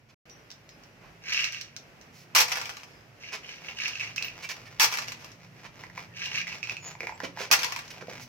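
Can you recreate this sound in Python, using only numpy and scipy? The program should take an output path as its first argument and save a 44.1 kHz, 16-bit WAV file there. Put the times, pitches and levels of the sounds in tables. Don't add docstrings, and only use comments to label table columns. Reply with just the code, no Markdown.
import sys
import numpy as np
from scipy import signal
from scipy.fft import rfft, irfft
from scipy.io import wavfile
from scipy.ndimage import uniform_filter1d

SR = 44100
rng = np.random.default_rng(int(sys.argv[2]) if len(sys.argv) > 2 else 0)


def transcribe(signal):
    frames = np.atleast_2d(signal).T
    limited = np.clip(frames, -1, 1)
    pcm = np.round(limited * 32767).astype(np.int16)
    wavfile.write(sys.argv[1], SR, pcm)


N = 365148
TIME = np.arange(N) / SR
GAP_START_S, GAP_END_S = 0.144, 0.255


def amp(db):
    return 10 ** (np.asarray(db) / 20)


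def evened(x):
    return x / np.sqrt(np.mean(x ** 2) + 1e-20)


def read(points, hz):
    f, value = np.transpose(points)
    return np.interp(np.log(hz + 1), np.log(f + 1), value)


def level(rows):
    s, db = np.transpose(rows)
    return np.interp(TIME, s, amp(db), left=0, right=0)


def add(mix, s, sound):
    part = mix[..., max(round(s * SR), 0):][..., :sound.shape[-1]]
    part += sound[..., :part.shape[-1]]


def convolve(x, response):
    return signal.fftconvolve(np.atleast_2d(x), np.atleast_2d(response), axes=1)[:, :N]


def click(spectrum, tilt_db=0, size=2048):
    hz = abs(np.fft.fftfreq(size, 1 / SR))
    octaves = np.log2(np.maximum(hz, 100) / 1000)
    log_gain = np.log(amp(read(spectrum, hz) + tilt_db * octaves))
    wave = np.fft.ifft(np.exp(np.conj(signal.hilbert(log_gain)))).real[:size // 2]
    return wave / np.linalg.norm(wave)


def grains(per_s, spread_db, size=N):
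    sizes = amp(spread_db * np.minimum(rng.exponential(1, size), 3))
    sizes = sizes * rng.choice([-1, 1], size)
    return evened(sizes * (rng.random(size) < per_s / SR))


def pop(hz, swell_s, size=900):
    t = np.arange(size) / SR
    return t / swell_s * np.exp(1 - t / swell_s) * np.sin(2 * np.pi * hz * t)


def waver(per_s):
    spectrum = rfft(rng.standard_normal(N))
    return evened(irfft(spectrum * (np.fft.rfftfreq(N, 1 / SR) < per_s), N))


# f/Hz, likeness (1 = identical)
LIKENESS = [(50, 1), (250, 0.79), (600, 0.67), (1200, 0), (2500, 0.017), (16000, 0.17)]


def diffuse(size=N):
    a, b = rfft(rng.standard_normal((2, size)))
    same = np.clip(read(LIKENESS, np.fft.rfftfreq(size, 1 / SR)), -1, 1)
    return irfft([a, same * a + np.sqrt(1 - same ** 2) * b], size)


def burst(decay_s, size=4000):
    wave = diffuse(size) * np.exp(-np.arange(size) / SR / decay_s)
    return wave / np.linalg.norm(wave, axis=1, keepdims=True)


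def softened(x, corner_hz):
    r = np.exp(-2 * np.pi * corner_hz / SR)
    return signal.lfilter([1 - r], [1, -r], x)


# f/Hz, time to fall by 60 dB/s
YARD_RING = [(200, 0.31), (1000, 0.23), (3000, 0.22), (6000, 0.2), (15000, 0.14)]


def yard(x, wet_db, lag_samples, pan_db=0, size=16384):
    hz, t, z = signal.stft(diffuse(size), SR, nperseg=256)
    fading = amp(-60 * t / read(YARD_RING, hz)[:, None])
    tail = signal.istft(z * fading, SR, nperseg=256)[1]
    tail = tail * np.minimum(np.arange(tail.shape[1]) / SR / 0.0024, 1)
    n = np.arange(tail.shape[1]) - 8
    left = np.sinc(n) * amp(pan_db / 2)
    right = np.sinc(n - lag_samples) * amp(-pan_db / 2)
    return convolve(x, np.array([left, right]) + amp(wet_db) * tail / np.linalg.norm(tail[0]))


# f/Hz, level/dB
HISS = [(20, -50), (45, 1.5), (100, -9.5), (250, -2.5), (400, -4.5), (650, -5), (950, -9.5), (1900, -8.5),
        (2600, -9), (3600, -20), (5600, -18), (9000, -34.5), (14000, -29.5), (16000, -39)]
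# f/Hz, level/dB
RUMBLE_COLOUR = [(20, -43), (50, -26), (78, -13), (93, 3), (140, 4.5), (200, -10.5), (400, -37),
                 (1000, -62)]
# t/s, firing rate f/Hz
IDLE_RATE = [(0, 27.5), (2.4, 28), (4.0, 27.5), (4.8, 29.5), (6.6, 29), (7.4, 29), (8.0, 30.6),
             (8.28, 30.5)]
# multiple of the firing rate, level/dB
ENGINE_OVERTONES = [(2, -17.5), (3, -17), (4, -1.5), (5, -3), (6, -3), (8, -10)]
# t/s, level/dB
TRAFFIC_LEVEL = [(0.0, -61.5), (2.19, -56.5), (3.71, -58.5), (3.96, -54.5), (6.2, -52.5), (7.75, -54.5),
                 (8.28, -50)]


def outdoors(hiss_db=-56.5, early_db=-5, swell_db=1.2, rumble_db=-5, engine_db=-4, throb_db=4.0):
    hz = np.fft.rfftfreq(N, 1 / SR)
    hiss = rfft(diffuse()) * amp(read(HISS, hz))
    hiss = irfft(hiss, N) / np.std(irfft(hiss * (hz > 300), N))
    early = early_db * (TIME < GAP_START_S)
    hiss = amp(hiss_db + early + swell_db * waver(per_s=4.7)) * hiss
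    rumble = evened(irfft(rfft(diffuse()) * amp(read(RUMBLE_COLOUR, hz)), N))
    rate = np.interp(TIME, *np.transpose(IDLE_RATE)) * (1 + 0.006 * waver(per_s=2.95))
    turns = np.cumsum(rate) / SR
    engine = np.zeros(N)
    for multiple, db in ENGINE_OVERTONES:
        throb = amp(db + throb_db * waver(per_s=2.8))
        engine += throb * np.sin(2 * np.pi * (multiple * turns + rng.random()))
    traffic = amp(rumble_db) * rumble + amp(engine_db) * evened(engine)
    return hiss + traffic * amp(np.interp(TIME, *np.transpose(TRAFFIC_LEVEL)))


# t/s, length/s, level/dB, tilt/dB per octave
RUB_TIMES = [(0.083, 0.038, -60.5, 0.5), (0.983, 0.13, -57.5, -5.5), (2.108, 0.16, -57, 5),
             (2.338, .014, -50, -6), (3.315, 0.055, -36.5, 0), (4.416, 0.049, -41.5, 2),
             (4.482, 0.05, -37, 2), (4.644, 0.048, -51.5, 1), (5.642, 0.033, -45, -2.5),
             (7.228, 0.036, -37.5, -0.5), (7.373, 0.089, -38.5, 0), (7.5, 0.015, -39.5, -4.5),
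             (7.899, 0.023, -42.5, 2.5), (8.003, 0.024, -44, -3), (8.187, 0.07, -49, 5)]
# f/Hz, level/dB
RUB_COLOUR = [(150, -11), (300, -14), (600, -2), (1000, 2.5), (1400, -0.5), (2400, 6), (3600, -4.5),
              (5800, -0.5), (8500, -20.5), (15000, -19.5)]
# t/s, peak level/dB
BUMP_TIMES = [(7.234, -29), (7.405, -44), (7.513, -35), (7.586, -43), (8.083, -41)]
# f/Hz, level/dB, time to fall by 60 dB/s
BUMP_MODES = [(272, -6, 0.061), (291, -3, 0.1), (372, -7, 0.082), (498, 1.5, 0.065), (539, -4, 0.14)]


def rubs_and_bumps(contact_s=0.0014, size=8000):
    sound, t = np.zeros(N), np.arange(size) / SR
    for s, length, db, tilt_db in RUB_TIMES:
        stroke = signal.windows.tukey(int(length * SR), .7)
        grit = grains(per_s=4300, spread_db=-1.5, size=len(stroke))
        add(sound, s, amp(db) * signal.fftconvolve(stroke * grit, click(RUB_COLOUR, tilt_db)))
    bump = sum(amp(db - 60 * t / t60) * np.sin(2 * np.pi * hz * t) for hz, db, t60 in BUMP_MODES)
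    bump = bump * np.minimum(t / contact_s, 1)
    for s, db in BUMP_TIMES:
        add(sound, s, amp(db) * bump / abs(bump).max())
    return yard(sound, wet_db=-2.0, lag_samples=1, pan_db=-6.0)


# t/s, length/s, level/dB
DIG_TIMES = [(1.211, 0.29, -30.5), (3.175, 0.16, -44.5), (3.367, 0.24, -46.5), (3.578, 0.17, -46.5),
             (3.744, 0.18, -33), (6.124, 0.19, -36.5), (6.285, 0.15, -33)]
# t/s, level/dB
SLIDE_TIMES = [(1.47, -41.5), (1.529, -39.5), (3.92, -37), (3.997, -36.5), (4.16, -44), (4.228, -40.5),
               (6.471, -37.5), (6.63, -41.5), (6.69, -50)]


def stirring(dig_skew=1.38, slide_rise_s=0.0041, slide_fade_s=0.061):
    effort, t = np.zeros(N), np.arange(SR // 2) / SR
    for s, length, db in DIG_TIMES:
        progress = np.linspace(0, 1, int(length * SR))
        add(effort, s, amp(db) * np.sin(np.pi * progress ** dig_skew))
    for s, db in SLIDE_TIMES:
        add(effort, s, amp(db) * np.minimum(t / slide_rise_s, 1) * np.exp(-t / slide_fade_s))
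    return effort


# f/Hz, level/dB
RUSTLE_COLOUR = [(240, -66), (400, -40), (626, -29), (839, -31.5), (1290, -5.5), (1420, -12.5), (1600, 0),
                 (2630, -3.5), (3420, -6.5), (5960, -0.5), (7750, -26.5), (9760, -37), (14400, -22.5),
                 (16000, -90)]
# t/s, level/dB, ring f/Hz
CLACK_TIMES = [(1.3912, -21.5, 2710), (1.4423, -21.5, 2690), (1.546, -29, 2740), (3.7897, -36, 2680),
               (3.9549, -29, 2620), (3.997, -27.5, 2570), (4.004, -28, 2600), (4.1804, -20.5, 2630),
               (4.223, -25, 2590), (4.2827, -29.5, 2650), (6.4149, -25.5, 2400), (6.4693, -29.5, 2100),
               (6.5268, -29.5, 2570), (6.6294, -24, 2490), (6.672, -30.5, 2550), (6.6958, -22.5, 2520),
               (6.7677, -29.5, 2540)]
# t/s, level/dB
TICK_TIMES = [(0.2967, -44.5), (0.5035, -39.5), (0.5146, -40), (0.6908, -43.5), (0.836, -46.5),
              (1.3343, -26.5), (1.443, -23), (1.5227, -31.5), (1.6122, -30.5), (1.7643, -31.5),
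              (2.013, -45.5), (3.8804, -27), (4.161, -27.5), (4.2254, -27), (4.4899, -31), (5.317, -44),
              (6.2575, -30.5), (7.879, -39)]
# f/Hz, level/dB
TICK_COLOUR = [(400, -28), (1500, -4.5), (2600, -3.5), (3600, -1.5), (5800, 5.5), (8500, -17), (11000, -23),
               (14800, -16)]


def bag(stir_db=-5, grind_db=-2, clack_db=2, snap_db=8, tick_db=17, crinkle_db=-2, crackle_db=-12, count=8):
    effort = stirring() * amp(2 * waver(per_s=89))
    rustle = amp(stir_db) * convolve(effort * grains(per_s=1300, spread_db=4.5), click(RUSTLE_COLOUR))
    for hz in np.linspace(2250, 2850, count):
        clack = pop(hz, swell_s=0.00056)
        clack = clack / np.linalg.norm(clack)
        grind = convolve(effort * grains(per_s=40, spread_db=4.5), clack)
        rustle += amp(grind_db) * grind / np.sqrt(count)
    clacks, ticks = np.zeros(N), np.zeros((2, N))
    for s, db, hz in CLACK_TIMES:
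        add(clacks, s, amp(db + clack_db) * pop(hz, swell_s=0.00077))
        add(ticks, s, amp(db + snap_db) * burst(decay_s=0.0025))
    for s, db in TICK_TIMES:
        tick = burst(decay_s=0.0011) + amp(crinkle_db) * burst(decay_s=0.0074)
        add(ticks, s, amp(db + tick_db) * tick)
    ticks += amp(crackle_db) * effort * grains(per_s=110, spread_db=3)
    ticks = convolve(ticks, click(TICK_COLOUR))
    near = yard(rustle + ticks, wet_db=-3, lag_samples=4.55, pan_db=-2.5)
    return near + yard(clacks, wet_db=-2.5, lag_samples=1.3, pan_db=-7)


# t/s, pitch f/Hz, level/dB, rise/s, fade/s
SQUEAK_TIMES = [(.298, 5800, -51, .004, .04), (4.43, 2300, -31, .022, .008), (4.425, 2680, -41, .025, .018),
                (4.24, 14800, -44, .008, .015)]
# loudest moment t/s, pitch f/Hz, glide/Hz per s, level/dB, swell and fade/s
BIRD_NOTES = [(.72, 5100, 4, -56.5, 0.016), (2.97, 5040, -2500, -62, .04), (4.68, 1790, -3000, -50, 0.014),
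              (6.13, 1880, -4000, -56, .02), (6.867, 6800, -1200, -35, 0.02),
              (7.15, 7580, 7500, -58, 0.016)]


def whistles(squeak_waver_hz=35, warble_hz=60, size=8000):
    sound, t = np.zeros(N), np.arange(size) / SR
    for s, hz, db, rise, fade in SQUEAK_TIMES:
        turns = np.cumsum(hz + squeak_waver_hz * waver(per_s=150)[:size]) / SR
        shape = np.minimum(t / rise, np.exp(-np.maximum(t - rise, 0) / fade))
        add(sound, s, amp(db) * shape * np.sin(2 * np.pi * turns))
    t = np.arange(-size, size) / SR
    for s, hz, glide, db, swell in BIRD_NOTES:
        turns = np.cumsum(hz + glide * t + warble_hz * waver(per_s=67)[:len(t)]) / SR
        add(sound, s + t[0], amp(db) * np.exp(-abs(t) / swell) * np.sin(2 * np.pi * turns))
    return yard(sound, wet_db=-4, lag_samples=0, pan_db=-1)


# f/Hz, level/dB
STRIKE_COLOUR = [(150, -21), (300, -33), (400, -22), (520, -12), (700, -4.5), (950, 2), (1400, -0.5),
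                 (2450, 5.5), (3600, -3.5), (5600, 4.5), (7500, -7), (9700, -14), (13000, -6), (15700, -13)]
# f/Hz, level/dB
TRAY_MODES = [(500, 3), (794, 4), (956, 7.5), (1042, -3.5), (1416, 6.5), (1760, 3), (1959, 4), (2341, 6.5),
              (2674, 9), (5380, -16), (5810, 10), (6122, 11.5)]


def tray(blows, ring_db=-9, ring_t60=0.087, clatter_db=-1, clatter_s=0.012, size=8000):
    t = np.arange(size) / SR
    ring = np.zeros((2, size))
    for hz, db in TRAY_MODES:
        phase = rng.random() + hz / 6000 * rng.random((2, 1))
        ring += amp(db - 60 * t / ring_t60) * np.sin(2 * np.pi * (hz * t + phase))
    struck = blows + amp(clatter_db) * convolve(blows, burst(clatter_s))
    ringing = convolve(blows, amp(ring_db) * evened(ring) / np.sqrt(size))
    return convolve(struck, click(STRIKE_COLOUR)) + ringing


# first strike t/s, second strike t/s,
# share of its flight time that each bounce keeps, level/dB, number of strikes
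PELLET_BOUNCES = [(2.35, 2.518, .82, -11.5, 4), (2.361, 2.522, .57, -9.5, 3), (2.404, 2.556, .94, -16, 4),
                  (2.407, 2.571, .744, -12, 3), (4.797, 4.972, .845, -13, 4), (4.805, 4.925, .5, -14, 2),
                  (4.818, 4.939, .68, -13.5, 4), (4.844, 4.986, .68, -12.5, 3), (7.513, 7.632, .756, -8, 4),
                  (7.52, 7.591, .75, -14, 3), (7.526, 7.645, .98, -8.5, 3)]


def bounces(loss_db=5.5):
    blows = np.zeros(N)
    for s, second_s, kept, db, strikes in PELLET_BOUNCES:
        flight = second_s - s
        for k in range(strikes):
            add(blows, s, amp([db - loss_db * k]))
            s, flight = s + flight, flight * kept
    return blows


# t/s, length of the shower/s,
# shower level/dB before shower_db, rebound level/dB before its fade
HANDFULS = [(2.349, 0.072, -18, -26.5), (4.797, 0.055, -19, -29.5), (7.513, .027, -17, -31.5)]


def kibble(shower_db=-4, pellet_db=14, fade_db_per_s=62, slow_hz=4000, count=4):
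    blows, speed, t = np.zeros(N), np.zeros(N), np.arange(SR * 3 // 4) / SR
    for s, length, db, rebound_db in HANDFULS:
        shower = grains(per_s=1400, spread_db=1.5, size=int(length * SR))
        add(blows, s, amp(db + shower_db) * shower)
        flight = np.clip((t - length - .05) / 0.012, 0, 1)
        rebounds = flight * grains(per_s=170, spread_db=1, size=len(t))
        add(blows, s, amp(rebound_db - fade_db_per_s * t) * rebounds)
        add(speed, s - .005, np.exp(-np.maximum(t - length, 0) / 0.037))
    blows += amp(pellet_db) * bounces()
    spots = np.zeros((count, 2, N))
    for i in np.flatnonzero(blows):
        crack = softened(burst(decay_s=0.0023, size=400), slow_hz * (1 + 5 * speed[i]))
        add(spots[rng.integers(count)], i / SR, blows[i] * crack)
    return sum(yard(tray(spot), wet_db=-5.0, lag_samples=0) for spot in spots)


# t/s, level/dB
CHEW_LEVEL = [(3.4, -61), (3.8, -48.5), (5.4, -60.5), (5.9, -52), (6.8, -47), (7.3, -49.5), (7.45, -44.5),
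              (7.85, -56), (8.28, -45.5)]
# f/Hz, level/dB
MOUTH_COLOUR = [(150, -16), (300, -9), (550, -3.5), (1000, 0), (1400, -3.5), (2300, 2.5), (3500, -7.5),
                (5800, -4.5), (8500, -23), (15000, -23.5)]
# t/s, level/dB, front of the mouth f/Hz,
# level of the hollow behind it/dB, its f/Hz
SMACK_TIMES = [(5.8371, -34.5, 2090, -43.5, 1040), (5.8996, -41.5, 2010, -56, 1050),
               (5.977, -31, 2300, -35.5, 1050), (6.9521, -42, 2290, -43, 960),
               (7.0058, -27, 2370, -41, 504), (7.0319, -31.5, 2270, -38, 567),
               (7.0405, -36, 2350, -38.5, 495), (7.0705, -26.5, 2300, -37, 970),
               (7.0933, -34, 2050, -32.5, 950), (7.1221, -42, 2380, -37.5, 920),
               (7.2028, -28, 1830, -35.5, 1000), (7.3726, -37, 1860, -35.5, 919),
               (7.4053, -34.5, 1550, -34, 553), (7.9743, -48, 2650, -45, 631),
               (8.0235, -38.5, 1530, -39.5, 479.9), (8.083, -48, 2280, -35.5, 594),
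               (8.113, -40, 2340, -46, 560)]


def mouth(front_db=4, hollow_db=4, chew_db=-2, snap_db=13, bites_per_s=5.4):
    bites = np.cumsum(bites_per_s * (1 + 0.255 * waver(per_s=3.4))) / SR
    crackle = evened(grains(per_s=350, spread_db=4) * (1 + 0.9 * np.sin(2 * np.pi * bites)))
    sound = amp(chew_db) * convolve(level(CHEW_LEVEL) * crackle, click(MOUTH_COLOUR))
    for s, db, hz, low_db, low_hz in SMACK_TIMES:
        front = amp(db + front_db) * pop(hz, swell_s=0.00059)
        hollow = amp(low_db + hollow_db) * pop(low_hz, swell_s=0.0013)
        add(sound, s, front + hollow)
        add(sound, s, amp(db + snap_db) * click(RUB_COLOUR))
    return yard(sound, wet_db=-4, lag_samples=2.48, pan_db=-1.0)


def scene():
    return outdoors() + rubs_and_bumps() + bag() + whistles() + kibble() + mouth()


# f/Hz, left minus right level/dB
PORT_BALANCE = [(60, -2.2), (500, -1.9), (1200, -1.5), (3000, 0), (12000, 2)]


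def record(dry, edge_hz=16000):
    balance = read(PORT_BALANCE, np.fft.rfftfreq(N, 1 / SR))
    coloured = irfft(rfft(dry) * amp([balance / 2, -balance / 2]), N)
    thinned = signal.sosfilt(signal.butter(2, 45, "highpass", fs=SR, output="sos"), coloured)
    live = 1. * ((TIME < GAP_START_S) | (TIME > GAP_END_S))
    live = uniform_filter1d(live, size=64)
    band = signal.firwin(511, edge_hz, window=("kaiser", 9), fs=SR)
    return signal.oaconvolve(thinned * live, band[None], "same")


dry = scene()
out = record(dry)
transcribe(out)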